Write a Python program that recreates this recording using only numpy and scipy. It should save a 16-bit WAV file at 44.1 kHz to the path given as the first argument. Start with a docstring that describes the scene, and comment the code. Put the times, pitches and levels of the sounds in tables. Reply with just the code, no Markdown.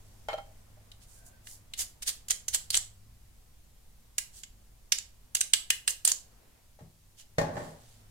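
"""Over a quiet room tone and a hum that comes and goes, a soft rustle is faintly heard and a plate clinks.
A table knife then taps and scrapes crushed garlic off a steel press, with one faint hollow drag early on.
Near the end comes a soft low bump, then the press is put down on wood with a dull knock. Steel, plate and
wood are noisy contacts that ring decaying tones; rasps, rustles, drag and air are shaped noise, and sparse
echoes make the room. Two microphone ports hear the treble differently and the bass alike."""
import sys
import numpy as np
from scipy import signal
from scipy.io import wavfile
from scipy.ndimage import uniform_filter1d

SR = 44100
rng = np.random.default_rng(int(sys.argv[2]) if len(sys.argv) > 2 else 0)


def output_pcm(signal):
    """Save a mono or channel-first signal as 16-bit PCM at the path in sys.argv[1].

    Samples are clipped to [-1, 1] before scaling.
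    """
    pcm = np.clip(np.atleast_2d(signal).T, -1, 1) * 32767
    wavfile.write(sys.argv[1], SR, np.round(pcm).astype(np.int16))


N = 357210  # length in samples
HZ = np.fft.rfftfreq(2048, 1 / SR)  # the frequencies on which filter shapes are given
TOUCH_S = .006  # seconds from the start of a blow to its main contact


def amp(db):
    """Turns dB into gain."""
    return 10 ** (np.asarray(db) / 20)


def evened(x):
    """Scales a signal to an rms of 1."""
    return x / np.sqrt(np.mean(x ** 2) + 1e-20)


def read(points, hz):
    """Reads a curve between its points on a log-frequency axis."""
    f, value = np.transpose(points)
    return np.interp(np.log(hz + 1), np.log(f + 1), value)


def add(mix, s, sound):
    """Mixes a stereo sound in at time s, in seconds."""
    part = mix[:, round(s * SR):][:, :sound.shape[1]]
    part += sound[:, :part.shape[1]]


def tone(hz, body_db, edge_db):
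    """Lifts or lowers the body (about 1.5 to 4 kHz) and the edge above 10 kHz, in dB."""
    body = 1 / (1 + (hz / 4000) ** 4) / (1 + (1500 / (hz + 1)) ** 4)
    edge = 1 / (1 + (10000 / (hz + 1)) ** 6)
    return body_db * body + edge_db * edge


def tilt(hz, bright_db):
    """Tilts a spectrum by some dB per octave, level near 600 Hz and easing off in the bass."""
    return bright_db * np.log2((hz + 100) / 700)


def coloured(x, shape_db):
    """Filters causally, with the gain given in dB on the frequencies HZ."""
    both_sides_db = np.r_[shape_db, shape_db[-2:0:-1]]
    log_gain = np.log(amp(np.maximum(both_sides_db, -100)))
    # the phase that belongs to this gain puts the energy as early as possible
    response = np.exp(np.conj(signal.hilbert(log_gain)))
    taps = np.fft.ifft(response).real[:len(shape_db)]
    return signal.oaconvolve(x, taps[None], axes=1)[:, :x.shape[1]]


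def bass_shared(x, corner_hz):
    """Long waves reach both ports alike, so the bass of the two sides is averaged."""
    low = signal.lfilter(*signal.butter(N=2, Wn=corner_hz, fs=SR), x)
    return x - low + np.sqrt(2) * low.mean(0)


def grit(count, spread_db, most=6):
    """Makes two unlike trains of micro-contacts, a few much larger than the rest."""
    size = np.minimum(rng.exponential(1, count), most)
    return rng.standard_normal((2, count)) * amp(spread_db * size)


def blow(modes, shape_db, chatter_ms, ring_db, rattle_db, detune, count):
    """After a faint first touch, contacts chatter and die out; they crack and set the modes ringing."""
    t = np.arange(count) / SR
    since = t - TOUCH_S
    touch = 0.04 * np.exp(-abs(since) / 0.002) + np.exp(-abs(since) / .0007)
    contacts = grit(count, 2.9) * np.where(since < 0, touch, np.exp(-abs(since) / (chatter_ms / 1000)))

    # each blow has a new spot and grip: other mode levels, phases and pitches
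    hz, db, t60 = np.transpose(modes)[:, :, None]
    level, phase, shift = rng.standard_normal((2, 3, len(modes), 1)).swapaxes(0, 1)
    pitch = hz * (1 + detune * shift)
    # the rings flicker at random, each on its own, so they sound rough
    steps = np.repeat(rng.standard_normal((len(modes), count // 160 + 1)), 160, axis=1)[:, :count]
    flicker = rattle_db * np.tanh(2 * uniform_filter1d(steps, size=120, axis=1))
    decay = amp(db + flicker - 60 * t / t60)
    rings = decay * amp(level) * np.sin(2 * np.pi * pitch * t + phase)

    chatter = .5 * contacts[:1] / np.linalg.norm(contacts[0])
    drive = chatter + signal.unit_impulse(count, round(TOUCH_S * SR))
    ring = signal.fftconvolve(drive, rings.sum(1), axes=1)[:, :count]
    crack = coloured(contacts, shape_db)
    return crack / abs(crack).max() + amp(ring_db) * ring / abs(ring).max()


def struck(events, modes, spectrum, ring_db, rattle_db, detune):
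    """Plays blows on a plate or a board, each tilted brighter or duller."""
    out = np.zeros((2, N))
    for s, db, chatter_ms, bright_db in events:
        tilted = [(f, mode_db + tilt(f, bright_db), t60) for f, mode_db, t60 in modes]
        shape_db = read(spectrum, HZ) + tilt(HZ, bright_db)
        hit = blow(tilted, shape_db, chatter_ms, ring_db, rattle_db, detune, count=SR // 4)
        add(out, s - TOUCH_S, amp(db) * hit)
    return bass_shared(out, 1100)


# Colour of the room's hiss. Each row: frequency in Hz, strength in dB per Hz.
AIR = [(10, 1), (24, -14.5), (42, -5.5), (62, -11), (82, -20.5), (105, -16), (179, -24.5), (236, -24.5),
       (290, -32.5), (598, -33.5), (743, -34), (1380, -39), (3290, -38.5), (7600, -37.5), (14600, -40),
       (16500, -49.5)]
AIR_DB = -57.5  # level before the swells and soft patches
# How alike the two sides are. Each row: frequency in Hz, likeness (1 is the same).
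LIKENESS = [(60, 0.97), (380, 0.28), (2380, 0.032), (15000, 0.24)]
# Slow swells of the room. Each row: time in seconds, swell of the rumble in dB, of the middle band in dB.
SWELLS = [(0, 4, 6.5), (1.2, 0.5, 5), (2.8, 4, 2.5), (3.601, 0.5, 1), (6.102, -1, 2), (6.449, -4, 7),
          (6.802, -3.5, -2), (8.1, 1.5, 5.5)]


def room_tone():
    """Hiss with soft patches; the rumble and the middle band swell on their own."""
    frames, hz = N // 512 + 5, HZ[:, None]
    a, b, c, d, patches = rng.standard_normal((frames, 1025, 5)).T
    patches = uniform_filter1d(patches, size=16, axis=0)
    patches = evened(uniform_filter1d(patches, size=5, axis=1))

    s, *columns = np.transpose(SWELLS)
    low_db, mid_db = (np.interp(np.arange(frames) * 512 / SR, s, column) for column in columns)
    low = 1 / (1 + (hz / 200) ** 4)
    high = 1 / (1 + (2500 / (hz + 1)) ** 4)
    swell = low * low_db + (1 - low) * (1 - high) * mid_db

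    same, left = read(LIKENESS, hz), a + 1j * b
    right = same * left + np.sqrt(1 - same ** 2) * (c + 1j * d)
    z = np.array([left, right]) * amp(read(AIR, hz))
    scale = signal.istft(z, nperseg=2048, noverlap=1536)[1].std()
    moving = signal.istft(z * amp(swell + 0.79 * patches), nperseg=2048, noverlap=1536)[1]
    return amp(AIR_DB) / scale * moving[:, :N]


# A low hum that comes and goes. Each row: time in seconds, level in dB.
HUM = [(0, -58.5), (.3, -59), (.9, -59.5), (1.201, -63), (1.6, -61.5), (2, -72), (3.001, -57),
       (3.601, -74.5), (7.3, -68.5), (8.1, -58)]
HUM_HZ, HUM_DRIFT_HZ = 103, 4.7  # middle pitch and usual size of its drift


def hum():
    """A low tone whose pitch drifts."""
    drift = uniform_filter1d(rng.standard_normal(N), size=4000)
    drift = evened(uniform_filter1d(drift, size=4000))
    s, db = np.transpose(HUM)
    level = amp(np.interp(np.arange(N) / SR, s, db))
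    return level * np.sin(2 * np.pi * np.cumsum(HUM_HZ + HUM_DRIFT_HZ * drift) / SR)


# Ringing tones of press and blade. Each row: frequency in Hz, level in dB, time to fall 60 dB in seconds.
STEEL = [(1618, -17, 0.046), (2090, -13.5, .03), (2887, -2.5, 0.033), (3840, -15, 0.024),
         (4140, -4.5, .035), (4860, -21.5, 0.03), (5620, -5, 0.01), (6230, -3.5, .03), (6860, -7, 0.04),
         (7650, 0, 0.03), (7770, -6, 0.034), (8730, -3.5, 0.04), (10720, -9.5, 0.028)]


def steel_humps(hz, spread_db):
    """The modes of the steel as humps, each woken more or less by the spot touched."""
    f, db, _ = np.transpose(STEEL)[:, :, None]
    woken = amp(.3 * db + spread_db * rng.standard_normal(f.shape))
    humps = woken / (1 + ((hz - f) / (.04 * f)) ** 2)
    return np.log10(humps.sum(0) + 0.1)


# Colour of steel contact, for rasps and taps. Each row: frequency in Hz, strength in dB per Hz.
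CONTACT = [(300, -32.5), (600, -19), (900, -26.5), (1300, -20.5), (1650, -14.5), (2350, -15), (2850, -10.5),
           (3300, -7), (4000, -13), (4500, -8.5), (5700, -11.5), (6600, -10), (8800, -11), (9600, -11),
           (13500, -16), (15700, -20), (16500, -46)]
# Sliding and rustling: short rasps on steel and faint, longer soft hisses.
# Each row: time of the peak in seconds, level in dB, length in ms, lift of the body in dB.
STROKES = [(.08, -60.5, 1150, -12), (1.029, -52.5, 39, -1), (1.14, -51, 147, -15), (1.271, -45.5, 40, -35),
           (1.507, -40.5, 108, -23), (1.805, -24, 47, -8), (2.029, -30.5, 15, 1), (2.085, -21, 35, -5),
           (2.31, -21.5, 18, 3), (2.547, -21, 28, -2), (2.748, -24, 40, 1), (2.772, -26, 14, -7),
           (4.374, -42.5, 81, -12), (5.37, -26.5, 8.1, 3), (5.896, -24, 36, -28), (6.086, -22, 43, -1),
           (7.2, -46.5, 46, -1.5), (7.62, -52, 196, 3.5), (7.879, -56.5, 280, -0.5)]
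RISE_SHARE = 0.46  # of a stroke's length, before it peaks
FLAT_TOP = 2.3  # power of a stroke's flanks: higher holds the level longer, then lets go quickly


def strokes():
    """Dense, uneven grit, coloured by the modes of the steel, swells into rasps and soft hisses."""
    catch = evened(uniform_filter1d(rng.standard_normal(N), size=90))  # the edge catches and slips
    rasp = grit(N, 4.78, most=4.0) * amp(1.5 * catch)
    hz, t, z = signal.stft(rasp, SR, nperseg=256, noverlap=192)
    level = np.zeros(z.shape[1:])
    for s, db, length_ms, body_db in STROKES:
        flank_ms = length_ms * np.where(t < s, RISE_SHARE, 1 - RISE_SHARE)
        swell = np.exp(-(abs(t - s) * 1000 / flank_ms) ** FLAT_TOP)
        colour_db = read(CONTACT, hz) + tone(hz, body_db, 0) + 4.7 * steel_humps(hz, 7.5)
        level += amp(db + colour_db)[:, None] * swell
    return signal.istft(z * level, SR, nperseg=256, noverlap=192)[1][:, :N]


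# How long echoes last. Each row: frequency in Hz, time to fall 60 dB in seconds.
ROOM = [(150, 0.2), (500, 0.454), (1500, 0.3), (4000, 0.29), (9000, 0.25), (15000, 0.29)]


def kitchen(x):
    """Sparse echoes of random sign, each band dying at its own speed."""
    echoes = np.zeros((2, SR // 2))
    # one echo at a random place in every 12 samples
    at = np.arange(100, SR // 2 - 12, 12) + rng.integers(0, 12, (2, (SR // 2 - 101) // 12))
    np.put_along_axis(echoes, at, rng.choice([-1., 1.], at.shape), 1)
    hz, t, z = signal.stft(echoes, SR, nperseg=256)
    fading = z * amp(-60 * t / read(ROOM, hz)[:, None])
    tail = signal.istft(fading, SR, nperseg=256)[1]
    tail = bass_shared(tail, 1200) / np.linalg.norm(tail[0])
    return signal.oaconvolve(x, tail, axes=1)[:, :N]


# Clinks of the plate. Each row: time in seconds, level in dB, chatter in ms, brightness in dB per octave.
CLINKS = [(0.286, -29, 39, -3), (0.331, -31.5, 2.3, -3), (0.34, -31, 2.3, -16), (0.379, -42, 5.1, -5.5),
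          (0.385, -38.5, 5.6, -6), (0.771, -63, 2, -12)]
# Ringing tones of the plate. Each row: frequency in Hz, level in dB, time to fall 60 dB in seconds.
PLATE = [(619, -1.5, 0.059), (687, -3.5, 0.057), (798, -4, 0.1), (1364, -1.5, 0.053), (2155, -4.5, 0.1),
         (3137, -3.5, 0.17), (3820, -7.5, 0.066), (4170, -3.5, 0.047), (5230, -14, 0.098),
         (5460, -16, 0.11), (5860, -18, 0.1), (6960, -11.5, 0.092)]


def plate_clinks():
    """The plate chatters and rings as the knife is lifted off it; its bass is cut."""
    crack = [(100, -89), (350, -66)] + [(f, db) for f, db, _ in PLATE] + [(14000, -24)]
    plate = struck(CLINKS, PLATE, crack, ring_db=6.1, rattle_db=3.4, detune=0.0044)
    return signal.lfilter(*signal.butter(N=2, Wn=380, btype="high", fs=SR), plate)


# Knife on press. Each row: time in seconds, level in dB, lift of the body in dB, most lifted note in Hz.
TAPS = [(0.917, -36.5, 11, 3850), (1.471, -32.5, 7, 1640), (1.737, -23.5, 11, 3800),
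        (2.2849, -23.5, 0.5, 7300), (2.3077, -8.5, -48.5, 7044), (2.4831, -13.5, -3, 6300),
        (2.5478, -10, -12, 8300), (2.5533, -12.5, -6.5, 7240), (2.7043, -14, -3, 4400),
        (2.7445, -10, -2, 3500), (2.7527, -12, 2, 7900), (2.7692, -13, -8, 7550), (2.7732, -9, -14.5, 7430),
        (4.1829, -12, -4, 2230), (4.435, -28, 11.5, 7000), (4.922, -5, 11, 5580), (4.9858, -18, 7.5, 7150),
        (5.35, -9.5, -10, 6600), (5.3536, -12.5, 7, 6200), (5.4085, -10, -39.5, 8660),
        (5.4126, -8, 0.5, 9570), (5.5358, -2.5, 13.5, 8530), (5.7041, -6, 5, 2440), (5.878, -7, 13.5, 8460),
        (5.907, -18.5, -28.5, 6400), (6.0506, -5, -5, 8730), (6.0768, -5, -32.5, 6900),
        (6.118, -9, -14, 6750)]
# A blade that lands afresh chatters longer than one that bounces.
# Each: ring in dB, lift of the edge above 10 kHz in dB, chatter in ms.
LANDING, BOUNCE = (-10.5, 5.8, 4.7), (-10, -6, 1.8)
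LOOSE_S = .07  # a tap sooner than this after the last, in seconds, is a bounce
RATTLE_DB = 7  # how far the steel rings flicker, up or down


def knife_taps():
    """Bright cracks with a short, rough steel ring, lifted around the note of the spot struck."""
    out, last_s = np.zeros((2, N)), 0
    hz, mode_db, t60 = np.transpose(STEEL + STEEL)  # blade and press ring close together
    for s, db, body_db, ring_hz in TAPS:
        ring_db, edge_db, chatter_ms = BOUNCE if s - last_s < LOOSE_S else LANDING
        spot_db = tone(HZ, body_db, edge_db) + 9.4 / (1 + ((HZ - ring_hz) / 600) ** 2)
        modes = np.c_[hz, mode_db + np.interp(hz, HZ, spot_db), t60]
        # the crack already carries the modes as humps
        crack_db = read(CONTACT, HZ) + spot_db + 8.3 * steel_humps(HZ, 4.4)
        tap = blow(modes, crack_db, chatter_ms, ring_db, RATTLE_DB, detune=0.018, count=SR // 10)
        add(out, s - TOUCH_S, tap * amp(db))
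        last_s = s
    return out


# Resonances of a faint hollow drag. Each row: frequency in Hz, width in Hz, level in dB.
DRAG_BANDS = [(673, 26, 0), (1110, 140, -23), (1550, 51, 2), (2730, 110, -20)]
DRAG_START_S, DRAG_LENGTH_S = 1.12, .32
DRAG_DB = -67.5  # level before the fades


def drag():
    """Uneven friction noise in a few narrow resonances, swelling and fading once."""
    out, rub = np.zeros((2, N)), grit(round(DRAG_LENGTH_S * SR), 3.5)
    bands = np.zeros(rub.shape)
    for hz, width, band_db in DRAG_BANDS:
        band = signal.lfilter(*signal.iirpeak(hz, hz / width, SR), rub)
        bands += amp(band_db) * evened(band)
    swell = signal.windows.tukey(rub.shape[1], .5)
    add(out, DRAG_START_S, amp(DRAG_DB) * evened(bands) * swell)
    return out


# Dull blows on wood: first a soft low bump, perhaps a footstep, then the press put down.
# Each row: time in seconds, level in dB, chatter in ms, brightness in dB per octave.
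KNOCKS = [(6.79, -50, 19, 3), (6.808, -43, 44, -16), (7.384, -14, 7.5, 2), (7.414, -22.5, 9.2, 2.5),
          (7.445, -33, 90, 0), (7.49, -36, 46, -4.5), (7.557, -33.5, 8, -0.5), (7.568, -29.5, 15, -0.5),
          (7.6, -35.5, 73, -1.5)]
# Ringing tones of the wood. Each row: frequency in Hz, level in dB, time to fall 60 dB in seconds.
WOOD = [(74, -19, 0.25), (106.4, -11.5, 0.23), (124, -12, 0.23), (159.5, -10, 0.56), (200.6, -10, 0.3),
        (270, -8.5, 0.19), (351, -4, 0.053), (579, -0.5, 0.081), (608, -0.5, .1), (644, 0, 0.038),
        (837, 0, 0.058), (1096, -8, 0.052)]
# Colour of the blunt blow itself. Each row: frequency in Hz, strength in dB per Hz.
KNOCK = [(35, -47), (60, -10.5), (150, -3.5), (300, -8), (480, -8.5), (620, -3), (1050, -8), (1300, -16.5),
         (1700, -9.5), (2580, -25), (6280, -27), (16000, -50)]


def board_knocks():
    """Blunt contacts on wood drive its low modes into dull knocks."""
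    return struck(KNOCKS, WOOD, KNOCK, ring_db=0.1, rattle_db=5.0, detune=0.0022)


# How the two ports differ. Each row: frequency in Hz, left minus right in dB.
PORTS = [(60, -1.5), (130, -3.5), (290, -2.0), (640, -1.5), (1410, 1.5), (3100, 1), (6820, -5.5),
         (15000, 3)]


def scene():
    """Steel near the microphone, plate and board, their echoes and the room."""
    steel = knife_taps() + strokes()
    # small parts radiate no bass
    steel = signal.lfilter(*signal.butter(N=3, Wn=400, btype="high", fs=SR), steel)
    lean = read(PORTS, HZ) / 2
    steel = np.r_[coloured(steel[:1], lean), coloured(steel[1:], -lean)]
    plate = plate_clinks()
    board = board_knocks()
    echoes = kitchen(amp(-8.5) * steel + amp(-13.0) * plate + amp(-2.5) * board)
    return steel + plate + board + echoes + drag() + room_tone() + hum()


def record(dry):
    """Overload just under full scale, then the upper band limit at 16.2 kHz."""
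    band_limit = signal.firwin(255, 16200, window=("kaiser", 8), fs=SR)
    return signal.oaconvolve(np.clip(dry, -.95, .95), band_limit[None], "same")


dry = scene()
out = record(dry)
output_pcm(out)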